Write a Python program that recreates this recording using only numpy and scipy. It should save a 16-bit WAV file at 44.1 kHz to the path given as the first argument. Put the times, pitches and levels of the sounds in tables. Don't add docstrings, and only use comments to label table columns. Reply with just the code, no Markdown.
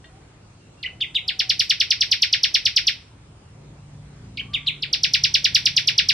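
import sys
import numpy as np
from scipy import signal
from scipy.fft import rfft, irfft, next_fast_len
from scipy.io import wavfile
from scipy.ndimage import uniform_filter1d, map_coordinates

SR = 44100
rng = np.random.default_rng(int(sys.argv[2]) if len(sys.argv) > 2 else 0)


def wrap_up_sound(samples):
    columns = np.atleast_2d(samples).T
    tamed = np.clip(columns, -1, 1)
    steps = np.round(tamed * 32767).astype(np.int16)
    wavfile.write(sys.argv[1], SR, steps)


N = 270333

# time in seconds, rumble level in dB, street level in dB.
BACKGROUND_LEVELS = [(0, -48.5, -52.5), (.5, -51.5, -53.5), (1.4, -47.5, -53), (2.25, -50.5, -54),
                     (2.8, -47.5, -54), (3.3, -48, -54), (4.4, -46.5, -52), (4.85, -45, -53),
                     (5.2, -45.5, -51.5), (6.13, -44.5, -51)]
# frequency in Hz, relative density in dB.
RUMBLE_SPECTRUM = [(12, -45.5), (20, -31.5), (43, -6.5), (75, -7.5), (102, 0.5), (130, -5.5), (174, -8.5),
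                   (236, -33), (268, -20.5), (300, -17), (390, -43.5), (660, -120)]
# frequency in Hz, relative density in dB.
STREET_SPECTRUM = [(120, -27), (200, -6), (260, -9.5), (372, -9), (503, -13), (701, -15), (1050, -16.5),
                   (2190, -21.5), (3420, -25), (4200, -25), (6300, -27.5), (9300, -29), (10300, -43.5),
                   (11500, -90)]
# frequency in Hz, left-right correlation.
BACKGROUND_CORRELATION = [(60, 0.99), (130, 1), (280, 0.87), (590, 0.43), (1270, 0.23), (2720, 0.063),
                          (5820, -0.48)]
# time in seconds, firing rate in Hz, level in dB.
ENGINE_IDLE = [(0, 29.02, -56.5), (1.5, 28.94, -61.5), (3.4, 28.99, -62), (3.62, 29.02, -45.5),
               (3.9, 29.07, -48), (4.3, 28.83, -40.5), (5, 28.49, -49), (5.5, 28.33, -43),
               (6.13, 28.3, -46)]
# multiple of the firing rate, relative level in dB.
ENGINE_HARMONICS = [(2, -4), (3, -22.5), (4, -2), (5, 2.5), (6, -9.5), (7, -9), (9, -12.5)]
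# start in seconds, relative level in dB.
TAPS = [(0.0418, -33)]
# frequency in Hz, relative level in dB, 60 dB decay time in seconds.
TAP_MODES = [(1650, -9, 0.061), (1917, 4.5, 0.04), (2830, -2.5, 0.043), (3170, 0, 0.031),
             (3570, -4.5, 0.054), (4250, -8.5, 0.056)]
# start and length in seconds, pitch and its rise in Hz, relative level in dB.
FAR_WHISTLES = [(0.058, 0.038, 635, 5, -65), (0.098, 0.12, 760, 11, -62), (.222, .14, 868, 5, -66),
                (0.598, .12, 2720, 19, -67), (.77, 0.075, 2750, 20, -62), (1.187, 0.48, 733, 25, -66),
                (4.404, .34, 1082, 108, -53)]
# start in seconds, level in dB, fall time in ms, low pitch in Hz,
# time of the crest in ms, rise time in ms, crest pitch in Hz.
DIP_NOTES = [(0.828, -27, 7, 1934, 35.5, 6.6, 3030), (4.371, -26.5, 4.6, 2143, 30, 8.5, 3205)]
# time of the top in seconds, level in dB, top pitch in Hz,
# hold in ms, fall time in ms.
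FLICK_NOTES = [(1.013, -16.5, 3664, 8.3, 32.4), (1.154, -14.5, 3890, 4.3, 38),
               (4.542, -16.5, 3774, 1.5, 39), (4.672, -14.5, 4170, 0.21, 38.6)]
# time of passing about 4 kHz in seconds, relative level in dB, fall time in ms.
TRILL_NOTES = [(1.2872, -16.5, 24.2), (1.4005, -14, 17.5), (1.5027, -13, 17.4), (1.6029, -12.5, 18.5),
               (1.7056, -11.5, 18.5), (1.809, -12, 17.0), (1.9132, -11.5, 17), (2.0171, -12, 19),
               (2.123, -12, 19), (2.2289, -10.5, 17.0), (2.3348, -10.5, 16.0), (2.441, -11.5, 17),
               (2.5511, -11, 18), (2.6622, -12, 18), (2.7716, -10.5, 19), (2.8786, -11.5, 20.0),
               (4.8297, -17, 21), (4.9375, -14, 17.0), (5.0418, -11.5, 17.0), (5.1439, -11, 17.0),
               (5.245, -10.5, 16.9), (5.3494, -10, 18.0), (5.4518, -10.5, 17.8), (5.5556, -10.5, 18.0),
               (5.664, -11, 16.5), (5.7742, -10.5, 18.5), (5.8827, -11.5, 18.0), (5.9878, -10, 17.0),
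               (6.0961, -11, 19.0)]
# pitch in Hz, gain in dB.
THROAT_RESPONSE = [(1300, -37), (1550, -24), (1900, -11.5), (2300, -3.5), (2800, -1), (3500, 2.5),
                   (4800, 3), (5600, 8.5), (6400, -9.5)]
# multiple of the pitch, level against the fundamental in dB.
TRILL_OVERTONES = [(2, -35), (3, -54)]
# start in seconds, delay of the cage floor bounce in ms, its gain in dB.
POSES = [(0, .63, -9), (3.6, .66, -13)]
# left delay in ms, right delay in ms, gain in dB.
WALL_ECHOES = [(4.16, 3.6, -15), (4.792, 5.6, -15), (6.864, 7.7, -15), (8.37, 8.8, -17.5), (9.57, 13, -22),
               (10.85, 8.7, -19.5), (12.47, 12.55, -12), (21.6, 21.05, -25), (25, 27, -18)]
# frequency in Hz, 60 dB decay time in seconds before a tail's stretch factor.
TAIL_DECAY = [(1500, 0.28), (3000, 0.21), (6000, 0.2), (12000, 0.12)]
# frequency in Hz, ratio of side to mid amplitude.
TAIL_WIDTH = [(1200, .2), (2500, .45), (5000, .8), (10000, 0.87)]
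# frequency in Hz, relative density in dB.
FIZZ_SPECTRUM = [(5500, -39.5), (6800, 2), (9000, -3), (12300, -1.5), (13500, -9.5), (15500, -19.5)]


def amp(db):
    return 10 ** (np.asarray(db) / 20)


def unit(x):
    return x / np.sqrt(np.mean(x ** 2) + 1e-20)


def along(points, hz):
    f, v = np.transpose(points)
    return np.interp(np.log(hz + 1), np.log(f + 1), v)


def curves(rows):
    s, *columns = np.transpose(rows)
    return [np.interp(np.arange(N) / SR, s, column) for column in columns]


def bell(x):
    return np.exp(-x ** 2)


def wobble(rate):
    return map_coordinates(rng.standard_normal(int(N * rate / SR) + 4), [np.arange(N) * rate / SR])


def filtered(x, response):
    size = next_fast_len(N + SR // 2)
    return irfft(rfft(x, size) * response(np.fft.rfftfreq(size, 1 / SR)), size)[..., :N]


def add(track, s, sound):
    part = track[round(s * SR):][:len(sound)]
    part += sound[:len(part)]


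def rush(spectrum, correlation, patchy_db):
    def mid_side_gains(hz):
        angle = np.arccos(np.clip(along(correlation, hz), -1, .9985)) / 2
        return amp(along(spectrum, hz)) * [np.cos(angle), np.sin(angle)]

    cells = signal.stft(rng.standard_normal((2, N)), nperseg=512)[2]
    patches = uniform_filter1d(rng.standard_normal(cells.shape[1:]), size=6, axis=0)
    patches = uniform_filter1d(patches, size=14, axis=1)
    pair = signal.istft(cells * amp(patchy_db * unit(patches)), nperseg=512)[1][:, :N]
    mid, side = filtered(pair, mid_side_gains)
    return unit(np.array([mid + side, mid - side]))


def traffic_and_air():
    rumble_db, street_db = curves(BACKGROUND_LEVELS)
    rumble_gain = amp(rumble_db + 1.1 * wobble(3))
    rumble = rush(RUMBLE_SPECTRUM, BACKGROUND_CORRELATION, patchy_db=1.5)
    street = rush(STREET_SPECTRUM, BACKGROUND_CORRELATION, patchy_db=1.9)
    return rumble_gain * rumble + amp(street_db) * street


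def engine():
    firing_hz, db = curves(ENGINE_IDLE)
    phase = 2 * np.pi * np.cumsum(firing_hz * (1 + 0.0077 * wobble(6.2))) / SR
    hum = sum(amp(level + 3.0 * wobble(4)) * np.sin(k * phase + 0.78 * wobble(9))
              for k, level in ENGINE_HARMONICS)
    return amp(db) * unit(hum)


def tap():
    track, t = np.zeros(N), np.arange(SR // 4) / SR
    ring = sum(amp(level - 60 * t / t60) * np.sin(2 * np.pi * hz * t) for hz, level, t60 in TAP_MODES)
    attack = 1 - np.exp(-t / 0.00076)
    for s, db in TAPS:
        add(track, s, amp(db - 9.5) * ring * attack)
    return track


def tail(stretch):
    hz, t, (mid, side) = signal.stft(rng.standard_normal((2, SR // 2)), SR, nperseg=256)
    side = side * along(TAIL_WIDTH, hz)[:, None]
    fade = amp(-60 * t / (stretch * along(TAIL_DECAY, hz))[:, None])
    decay = signal.istft(np.array([mid + side, mid - side]) * fade, SR, nperseg=256)[1]
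    return decay / np.linalg.norm(decay[0])


def distant(sound):
    return amp(-6.5) * sound + signal.fftconvolve(sound[None], tail(stretch=.8), axes=1)[:, :N]


def whistle(hz, db, overtones=()):
    phase = 2 * np.pi * (np.cumsum(hz) / SR + rng.random())
    return amp(db) * (np.sin(phase) + sum(amp(level) * np.sin(k * phase) for k, level in overtones))


def far_whistles(fade_db=-8.5):
    track, waver = np.zeros(N), 1 + .017 * wobble(40)
    for s, length_s, base_hz, arch_hz, db in FAR_WHISTLES:
        progress = np.arange(0, 1, 1 / SR / length_s)
        hz = base_hz + arch_hz * np.sin(np.pi * progress ** .8) ** 2
        hz *= waver[round(s * SR):][:len(hz)]
        note = whistle(hz, db + fade_db * progress ** 2.8)
        add(track, s, note * signal.windows.tukey(len(note), .2))
    return track * np.sqrt(2) * amp(1.6 * wobble(30))


def flare(hz, resonance_hz=4510):
    return bell(np.log(2 * hz / resonance_hz) / 0.26)


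def opening_note(hz, db, flare_db):
    hz = uniform_filter1d(hz, int(2.4 * SR / 1000))
    overtones = [(2, -33 + flare_db), (3, -44)]
    return whistle(hz, db, overtones) * signal.windows.tukey(len(hz), .1)


def dip_notes(start_hz=4900, sink_ms=15, end_ms=15, flare_ms=15):
    track = np.zeros(N)
    for s, db, fall_ms, low_hz, crest_ms, rise_ms, crest_hz in DIP_NOTES:
        ms = np.arange(0, crest_ms + end_ms, 1000 / SR)
        before, after = np.maximum(crest_ms - ms, 0), np.maximum(ms - crest_ms, 0)
        fall, crest = np.exp(-(ms / fall_ms) ** 1.38), bell(before / rise_ms)
        hz = low_hz + (start_hz - low_hz) * fall + (crest_hz - low_hz) * crest
        hz *= bell(after / sink_ms)
        level_db = db + 2.5 * crest - 13.5 * (after / 10) ** 1.7
        flare_db = 29 * flare(hz) * bell((ms / flare_ms) ** 2)
        add(track, s, opening_note(hz, level_db, flare_db))
    return track


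def flick_notes(rise_ms=10.5, low_hz=1903, swell_db_per_ms=4, resonance_hz=4510):
    track, ms = np.zeros(N), np.arange(-11, 36.9, 1000 / SR)
    before, after = np.maximum(-ms, 0), np.maximum(ms, 0)
    for s, db, top_hz, hold_ms, fall_ms in FLICK_NOTES:
        falling_ms = np.hypot(after, hold_ms) - hold_ms
        hz = top_hz * np.exp(-falling_ms / fall_ms)
        hz = (hz ** 6 + low_hz ** 6.) ** (1 / 6)
        hz *= np.exp(-before / rise_ms)
        level_db = db - swell_db_per_ms * before - 6 * (after / 20) ** 2
        flare_db = 42 * flare(np.maximum(hz, resonance_hz / 2), resonance_hz) * (ms < 0)
        add(track, s + ms[0] / 1000, opening_note(hz, level_db, flare_db))
    return track


def trill(full_start_hz=6620, full_db=-13, drop_hz_per_db=359.5, bottom_hz=1291):
    track, scatter = np.zeros(N), rng.standard_normal((len(TRILL_NOTES), 2))
    for (s, db, fall_ms), (bottom_scatter, tilt) in zip(TRILL_NOTES, scatter):
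        start_hz = full_start_hz + drop_hz_per_db * min(db - full_db, 0)
        lead_ms = fall_ms * np.log(start_hz / 4000)
        ms = np.arange(-lead_ms - 3, 1.67 * fall_ms, 1000 / SR)
        hz = 4000 * np.exp(-ms / fall_ms)
        hz /= (1 + (hz / 6500) ** 9) ** (1 / 9)
        floor_hz = bottom_hz * (1 + 0.064 * bottom_scatter)
        hz = (hz ** 5 + floor_hz ** 5) ** (1 / 5)
        onset_db = -12 * np.exp(-(ms + lead_ms) / 2.32)
        tilt_db = 1.47 * tilt * np.log2(hz / 4000)
        level_db = db - 1.5 + onset_db + tilt_db + along(THROAT_RESPONSE, hz)
        release = np.clip((ms[-1] - ms) / 6, 0, 1)
        add(track, s + ms[0] / 1000, whistle(hz, level_db, TRILL_OVERTONES) * release)
    return track


def song():
    return (dip_notes() + flick_notes() + trill()) * amp(0.87 * wobble(180))


def porch(bird, tail_delay_s=0.0043):
    out, t = np.zeros((2, N)), np.arange(N) / SR
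    ends = [pose[0] for pose in POSES[1:]] + [np.inf]
    for (start, bounce_ms, bounce_db), end in zip(POSES, ends):
        diffuse = amp(-6) * tail(stretch=0.89) + amp(-16) * tail(stretch=1.96)
        response = np.pad(diffuse, ((0, 0), (round(tail_delay_s * SR), 0)))
        response[:, 0] = 1
        for left_ms, right_ms, db in [(bounce_ms, bounce_ms, bounce_db)] + WALL_ECHOES:
            response[[0, 1], [round(left_ms * SR / 1000), round(right_ms * SR / 1000)]] += amp(db)
        phrase = bird * (t >= start) * (t < end)
        out += signal.oaconvolve(phrase[None], response, axes=1)[:, :N]
    return out


def fizz(bird, cutoff_hz=4300, window_s=0.011):
    treble = filtered(bird, lambda hz: 1 / (1 + (cutoff_hz / (hz + 1)) ** 12))
    envelope = np.sqrt(abs(uniform_filter1d(treble ** 2, round(window_s * SR), axis=1)))
    gain = amp(-28 + 2.7 * wobble(12)) * envelope
    return gain * rush(FIZZ_SPECTRUM, correlation=[(9000, .1)], patchy_db=2.0)


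def scene():
    bird = porch(song())
    return bird + fizz(bird) + distant(far_whistles() + tap()) + engine() + traffic_and_air()


def record(dry):
    return filtered(dry, lambda hz: hz < 15700)


dry = scene()
out = record(dry)
wrap_up_sound(out)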